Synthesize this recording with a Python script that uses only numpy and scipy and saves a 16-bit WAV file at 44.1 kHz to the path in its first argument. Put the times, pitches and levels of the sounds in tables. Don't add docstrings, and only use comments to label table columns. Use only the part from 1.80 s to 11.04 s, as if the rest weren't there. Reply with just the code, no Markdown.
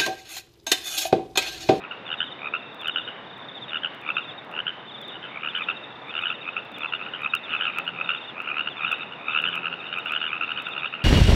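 import sys
import numpy as np
from scipy import signal
from scipy.fft import rfft, irfft
from scipy.io import wavfile
from scipy.ndimage import map_coordinates

SR = 44100
rng = np.random.default_rng(int(sys.argv[2]) if len(sys.argv) > 2 else 0)


def waveform_to_disk(signal):
    frames = np.transpose(np.atleast_2d(signal))
    scaled = np.clip(frames, -1, 1) * 32767
    samples = np.round(scaled).astype(np.int16)
    wavfile.write(sys.argv[1], SR, samples)


N = 407484
T = np.arange(N) / SR


def undb(db):
    return 10 ** (np.asarray(db) / 20)


def add(track, start, sound):
    i = int(start * SR) + np.arange(len(sound))
    inside = (i >= 0) & (i < N)
    track[i[inside]] += sound[inside]


def butter(x, hz, kind, order=2):
    return signal.sosfilt(signal.butter(order, hz, kind, fs=SR, output="sos"), x)


def walk(rate, size=N):
    at = np.arange(size) * rate / SR
    return map_coordinates(rng.standard_normal(int(at[-1]) + 4), [at + 1], order=2)


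def swells(table):
    return sum(undb(db) * np.cos(np.pi * np.clip((T - middle_s) / length_s, -.5, .5))
               for middle_s, length_s, db in table)


def rush(level_db=-41.5, flicker_db=1.3):
    # frequency in Hz, relative spectral density in dB.
    colour = [(25, -31.5), (45, -25.5), (75, -14), (130, -0.5), (250, 0), (500, 0.5), (850, 1),
              (1300, -1.5), (2000, -3.5), (3000, -10.5), (3750, -12.5), (4200, -23), (5000, -29.5),
              (7500, -45.5), (15000, -57.5)]
    hz, db = np.transpose(colour)
    octave = np.log2(np.maximum(np.arange(N // 2 + 1) * SR / N, 1))
    spectrum = rfft(rng.standard_normal(N)) * undb(np.interp(octave, np.log2(hz), db))
    bands = (irfft(spectrum * np.maximum(1 - abs(octave - k), 0), N) for k in range(4, 15))
    out = sum(band * undb(flicker_db * walk(14)) for band in bands)
    return out / out.std() * undb(level_db)


def far_crickets(hz=3690, width_hz=260, db=-55, waver_db=4.5):
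    phase = 2 * np.pi * hz * T
    sheen = walk(width_hz) * np.sin(phase) + walk(width_hz) * np.cos(phase)
    return sheen * undb(db + waver_db * walk(7.6))


def frog_pulse(hz, rise_s, third_db=-37, low_db=-7, low_lead=.66, sag=.026, onset_dip=.21, rough=.22):
    u = np.arange(int(.022 * SR)) / SR / rise_s
    bend = 1 - sag * np.tanh((u - 1) / 2) - onset_dip * np.exp(-3 * u) + .026 * walk(600, len(u))
    sac_phase = 2 * np.pi * np.cumsum(hz * bend) / SR
    low_phase = np.pi * np.cumsum(hz * (bend - .15 * np.tanh(u - 1.15))) / SR
    drive = (u * np.exp(1 - u)) ** 3.02
    low_drive = (u / low_lead * np.exp(1 - u / low_lead)) ** 1.3
    sac = drive * np.sin(sac_phase)
    cords = low_drive * np.sin(low_phase + np.pi / 4)
    third = drive ** 2 * np.sin(sac_phase + low_phase)
    flutter = 1 + rough * walk(1100, len(u))
    return (sac + undb(low_db) * cords + undb(third_db) * third) * flutter


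def frog_note(crest_s, hz, db, spacing_s, rise_s, third_db, swell_db, fade_db, glide, pulses):
    for k in pulses:
        size, length, pitch, late = rng.standard_normal(4)
        effort_db = swell_db * k if k < 0 else -fade_db * k ** 2
        pulse_rise_s = rise_s * np.exp(.11 * k + .1 * length)
        pulse = frog_pulse(hz * (1 + glide * k + .018 * pitch), pulse_rise_s, third_db)
        peak_s = crest_s + k * spacing_s + .0002 * late
        yield peak_s - pulse_rise_s, pulse * undb(db + effort_db + 1.36 * size)


def near_frogs(gain_db=.62, quicken=.95, close_db=-17, echo_slope=.63):
    # pulse rise in seconds, third partial in dB,
    # drop after the first note's crest in dB, then the second note's swell in dB per pulse, fade in dB
    voices = [(0.0026, -47.5, 4, 19.5, 1.15, 1.0255, 0.0018), (.0038, -38, 11, 20, 2.07, 1.05, .015),
              (0.002805, -31, 2, 9, 4.5, 1.04, 0.0068)]
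    # first and second crest in seconds, voice number, sac pitch
    # in Hz, first and second level in dB before gain_db, the first note's pulse spacing in ms.
    ribbits = [ (0.051, .113, 1, 2600, -28.5, -25.5, 10.5), (0.329, 0.406, 0, 2930, -16.5, -16, 12.4),
               (.673, .740, 1, 2550, -19.5, -16.5, 13.4), (1.084, 1.161, 0, 2890, -15, -14, 12.5),
               (1.208, 1.278, 0, 2950, -33, -26, 9.8), (1.959, 2.036, 0, 2910, -16.5, -17, 12.7),
               (2.305, 2.370, 1, 2624, -17.5, -14, 13.4), (2.791, 2.869, 0, 2924, -17, -17, 12.7),
               (3.356, 3.43, 0, 2940, -29.5, -27.5, 12), (3.574, 3.634, 1, 2380, -26, -26.5, 14),
               (3.675, 3.752, 0, 2926, -16.5, -17.5, 13), (3.822, 3.889, 1, 2566, -21, -15.5, 12.2),
               (4.308, 4.37, 1, 2546, -29.5, -27, 12), (4.379, 4.458, 0, 2890, -16.5, -16.5, 12.6),
               (4.438, 4.504, 1, 2556, -20, -19, 12.3), (4.69, 4.768, 1, 2612, -21.5, -17, 11.5),
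               (5.047, 5.138, 2, 2713, -17.5, -14, 13), (5.215, 5.265, 2, 2660, -25.5, -26, 10.7),
               (5.276, 5.338, 0, 2850, -28.5, -23, 12), (5.462, 5.539, 1, 2616, -16, -14.5, 13.8),
               (5.732, 5.811, 0, 2900, -19, -17, 12.6), (5.752, 5.855, 2, 2695, -16.5, -16, 13.3),
               (5.803, 5.87, 1, 2600, -25, -21, 10.5), (5.9, 5.966, 1, 2575, -23.5, -31, 15),
               (5.987, 6.079, 2, 2720, -17.5, -16, 12.5), (6.214, 6.293, 1, 2570, -20, -15, 12.7),
               (6.261, 6.336, 0, 2716, -24.5, -22, 14.3), (6.604, 6.678, 1, 2620, -22.5, -20.5, 11.5),
               (6.717, 6.770, 1, 2586, -20.5, -24.5, 14), (6.796, 6.875, 2, 2747, -14.5, -16.5, 13),
               (7.049, 7.117, 1, 2590, -16.5, -14.5, 13.2), (7.08, 7.158, 0, 2850, -20.5, -38, 12.2),
               (7.221, 7.324, 2, 2715, -23, -28, 12), (7.413, 7.485, 1, 2502, -35, -17, 12.7),
               (7.471, 7.562, 1, 2577, -27, -16.5, 13), (7.55, 7.641, 2, 2664, -16.5, -15, 14),
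               (7.589, 7.664, 0, 2880, -15.5, -15.5, 12.7), (7.654, 7.730, 0, 2804, -20, -22, 13),
               (7.778, 7.844, 1, 2580, -17.5, -24.5, 13), (7.87, 7.929, 2, 2753, -17.5, -22, 12.3),
               (8.056, 8.129, 2, 2740, -27, -22, 12.5), (8.186, 8.261, 1, 2673, -17, -19, 11.5),
               (8.322, 8.417, 2, 2636, -18.5, -16, 13), (8.364, 8.442, 0, 2855, -15.5, -18, 12.8),
               (8.532, 8.613, 1, 2562, -19, -16.5, 13.2), (8.567, 8.635, 2, 2677, -21, -19.5, 12),
               (8.706, 8.776, 2, 2800, -20, -20, 13), (8.801, 8.87, 1, 2650, -23.5, -23.5, 17),
               (8.966, 9.061, 2, 2780, -22, -21.5, 14.6), (9.046, 9.140, 2, 2666, -19, -18, 12),
               (9.22, 9.299, 1, 2690, -28, -20.5, 13)]
    direct, to_banks = np.zeros(N), np.zeros(N)
    for first_s, second_s, voice, hz, first_db, second_db, spacing_ms in ribbits:
        rise_s, third_db, drop_db, swell_db, fade_db, lift, glide = voices[round(voice)]
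        spacing_s = spacing_ms / 1000
        first = frog_note(first_s, hz, first_db + gain_db, spacing_s, rise_s, third_db,
                          swell_db=3, fade_db=drop_db, glide=.011, pulses=range(-6, 2))
        second = frog_note(second_s, hz * lift, second_db + gain_db, spacing_s * quicken, rise_s,
                           third_db, swell_db, fade_db, glide, pulses=range(-1, 4))
        echo_gain = undb(echo_slope * (close_db - (first_db + second_db) / 2))
        for start, pulse in [*first, *second]:
            add(direct, start, pulse)
            add(to_banks, start, pulse * echo_gain)
    return direct, to_banks


def banks(x, near_db=-12.5, near_t60=.12, far_db=-15, far_t60=.8, build_s=.031):
    t = T[:SR]
    reeds = rng.standard_normal(SR) * undb(-60 * t / near_t60) * (t > .001)
    rocks = rng.standard_normal(SR) ** 3 * undb(-60 * t / far_t60) * (1 - np.exp(-t / build_s))
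    rocks = butter(rocks, 1400, "high")
    response = undb(near_db) * reeds / np.linalg.norm(reeds) + undb(far_db) * rocks / np.linalg.norm(rocks)
    return signal.fftconvolve(x, response)[:N]


def wing_stroke(hz, length_s, fall, crest=.34, octave_db=-39, rasp=.23):
    u = np.linspace(0, 1, int(length_s * SR))
    arch = 1 - fall * ((u - crest) / (1 - crest)) ** 2
    phase = 2 * np.pi * np.cumsum(hz * arch) / SR
    press = np.sin(np.pi * u)
    tone = np.sin(phase) + undb(octave_db) * press * np.sin(2 * phase)
    return press * (1 + rasp * walk(300, len(u))) * tone


def trilling_cricket(hz=3660, period_s=.0305, length_s=.022, uneven_db=2):
    # middle in seconds, length in seconds, level in dB.
    bouts = [(.7, 1.3, -42), (1.62, 0.51, -38), (2.3, 1.2, -46.5), (3.3, 1.06, -43.5), (4.1, 0.53, -44),
             (4.8, 1.43, -44), (6.1, 0.88, -44.5), (7.35, 0.62, -45), (8.65, 1.2, -47)]
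    out = np.zeros(N)
    for start in np.arange(0, T[-1], period_s):
        late, pitch, size = rng.standard_normal(3)
        stroke = wing_stroke(hz * (1 + .01 * pitch), length_s, fall=.1, crest=.038, octave_db=-45.5)
        add(out, start + .0028 * late, undb(uneven_db * size) * stroke)
    return out * swells(bouts)


def near_crickets(spacing_s=.063, slowing_s=.0013, strokes=4):
    # top pitch in Hz, stroke length in seconds, level in dB, share of the
    singers = [(3590, .044, -35, 0.2), (3733, .028, -36, .12)]
    # one cricket's times in seconds, at the middle of each first stroke.
    chirp_times = [
        [.275, 1.012, 1.772, 2.293, 3.090, 3.703, 4.303, 4.955, 5.650, 6.292, 6.917, 7.523, 8.286, 8.860],
        [.322, 1.053, 1.692, 2.386, 3.121, 3.840, 4.420, 5.444, 6.250, 7.020, 8.003, 8.802],
    ]
    out = np.zeros(N)
    for (hz, length_s, db, fall), times in zip(singers, chirp_times):
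        for chirp_s in times:
            for k in range(strokes):
                stroke = wing_stroke(hz * (1 + .0048 * rng.standard_normal()), length_s, fall)
                middle_s = chirp_s + k * spacing_s + k * k * slowing_s
                add(out, middle_s - length_s / 2, stroke * undb(db + rng.standard_normal()))
    return out


def camera_ticks(gain_db=10):
    # time in seconds, peak in dB before gain_db.
    ticks = [(0.4459, -55), (0.9463, -46), (1.014, -43), (1.0802, -34), (1.581, -53), (2.148, -48),
             (2.2149, -48), (2.6484, -54), (2.7152, -48), (3.2156, -42), (3.282, -45), (3.7825, -48.5),
             (4.2837, -55.5), (4.4169, -49), (4.8509, -53), (4.9184, -49), (4.9846, -39), (5.4181, -46),
             (5.5514, -23.5), (5.9863, -27), (6.0521, -53), (6.6194, -44.5), (7.12, -31.5), (7.1866, -52),
             (7.621, -40.5), (7.6874, -42), (7.7555, -34.5), (8.1876, -38.5), (8.2546, -47),
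             (8.3217, -34.5), (8.8225, -40), (8.8887, -45)]
    out = np.zeros(N)
    for start, db in ticks:
        add(out, start, undb([db + gain_db]))
    return out


def far_frogs(farthest_db=-40, count=52, spacing_s=.012):
    out = np.zeros(N)
    for when, pitch, nearness in rng.random((count, 3)):
        start = T[-1] * np.cbrt(when)
        for k, swell in enumerate(np.hanning(9)[1:-1]):
            pulse = frog_pulse(2550 + 400 * pitch, rise_s=.0039)
            add(out, start + k * spacing_s, pulse * swell * undb(farthest_db + 8.8 * nearness))
    return out


def far_hum(hz=87, third_db=-3, fourth_db=-10):
    # middle in seconds, length in seconds, level in dB.
    hums = [(6.12, 0.57, -49.5), (7.778, .55, -46.5)]
    phase = 2 * np.pi * np.cumsum(hz * (1 + .0064 * walk(7.4))) / SR
    tone = np.sin(2 * phase) + undb(third_db) * np.sin(3 * phase) + undb(fourth_db) * np.sin(4 * phase)
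    return swells(hums) * tone


def scene(insect_echo_db=-2):
    calls, to_banks = near_frogs()
    chorus = far_frogs()
    insects = near_crickets() + trilling_cricket()
    echoes = banks(to_banks + 2 * chorus + undb(insect_echo_db) * insects)
    return (calls + chorus + insects + echoes + far_crickets() + rush() + far_hum())[None]


def record(dry, dull_hz=4200, treble_db=-6, top_hz=15900):
    dull = butter(dry, dull_hz, "low", order=1)
    heard = dull + undb(treble_db) * (dry - dull) + camera_ticks()
    top_cut = signal.ellip(10, .2, 70, top_hz, fs=SR, output="sos")
    return signal.sosfilt(top_cut, heard)


dry = scene()
out = record(dry)
waveform_to_disk(out)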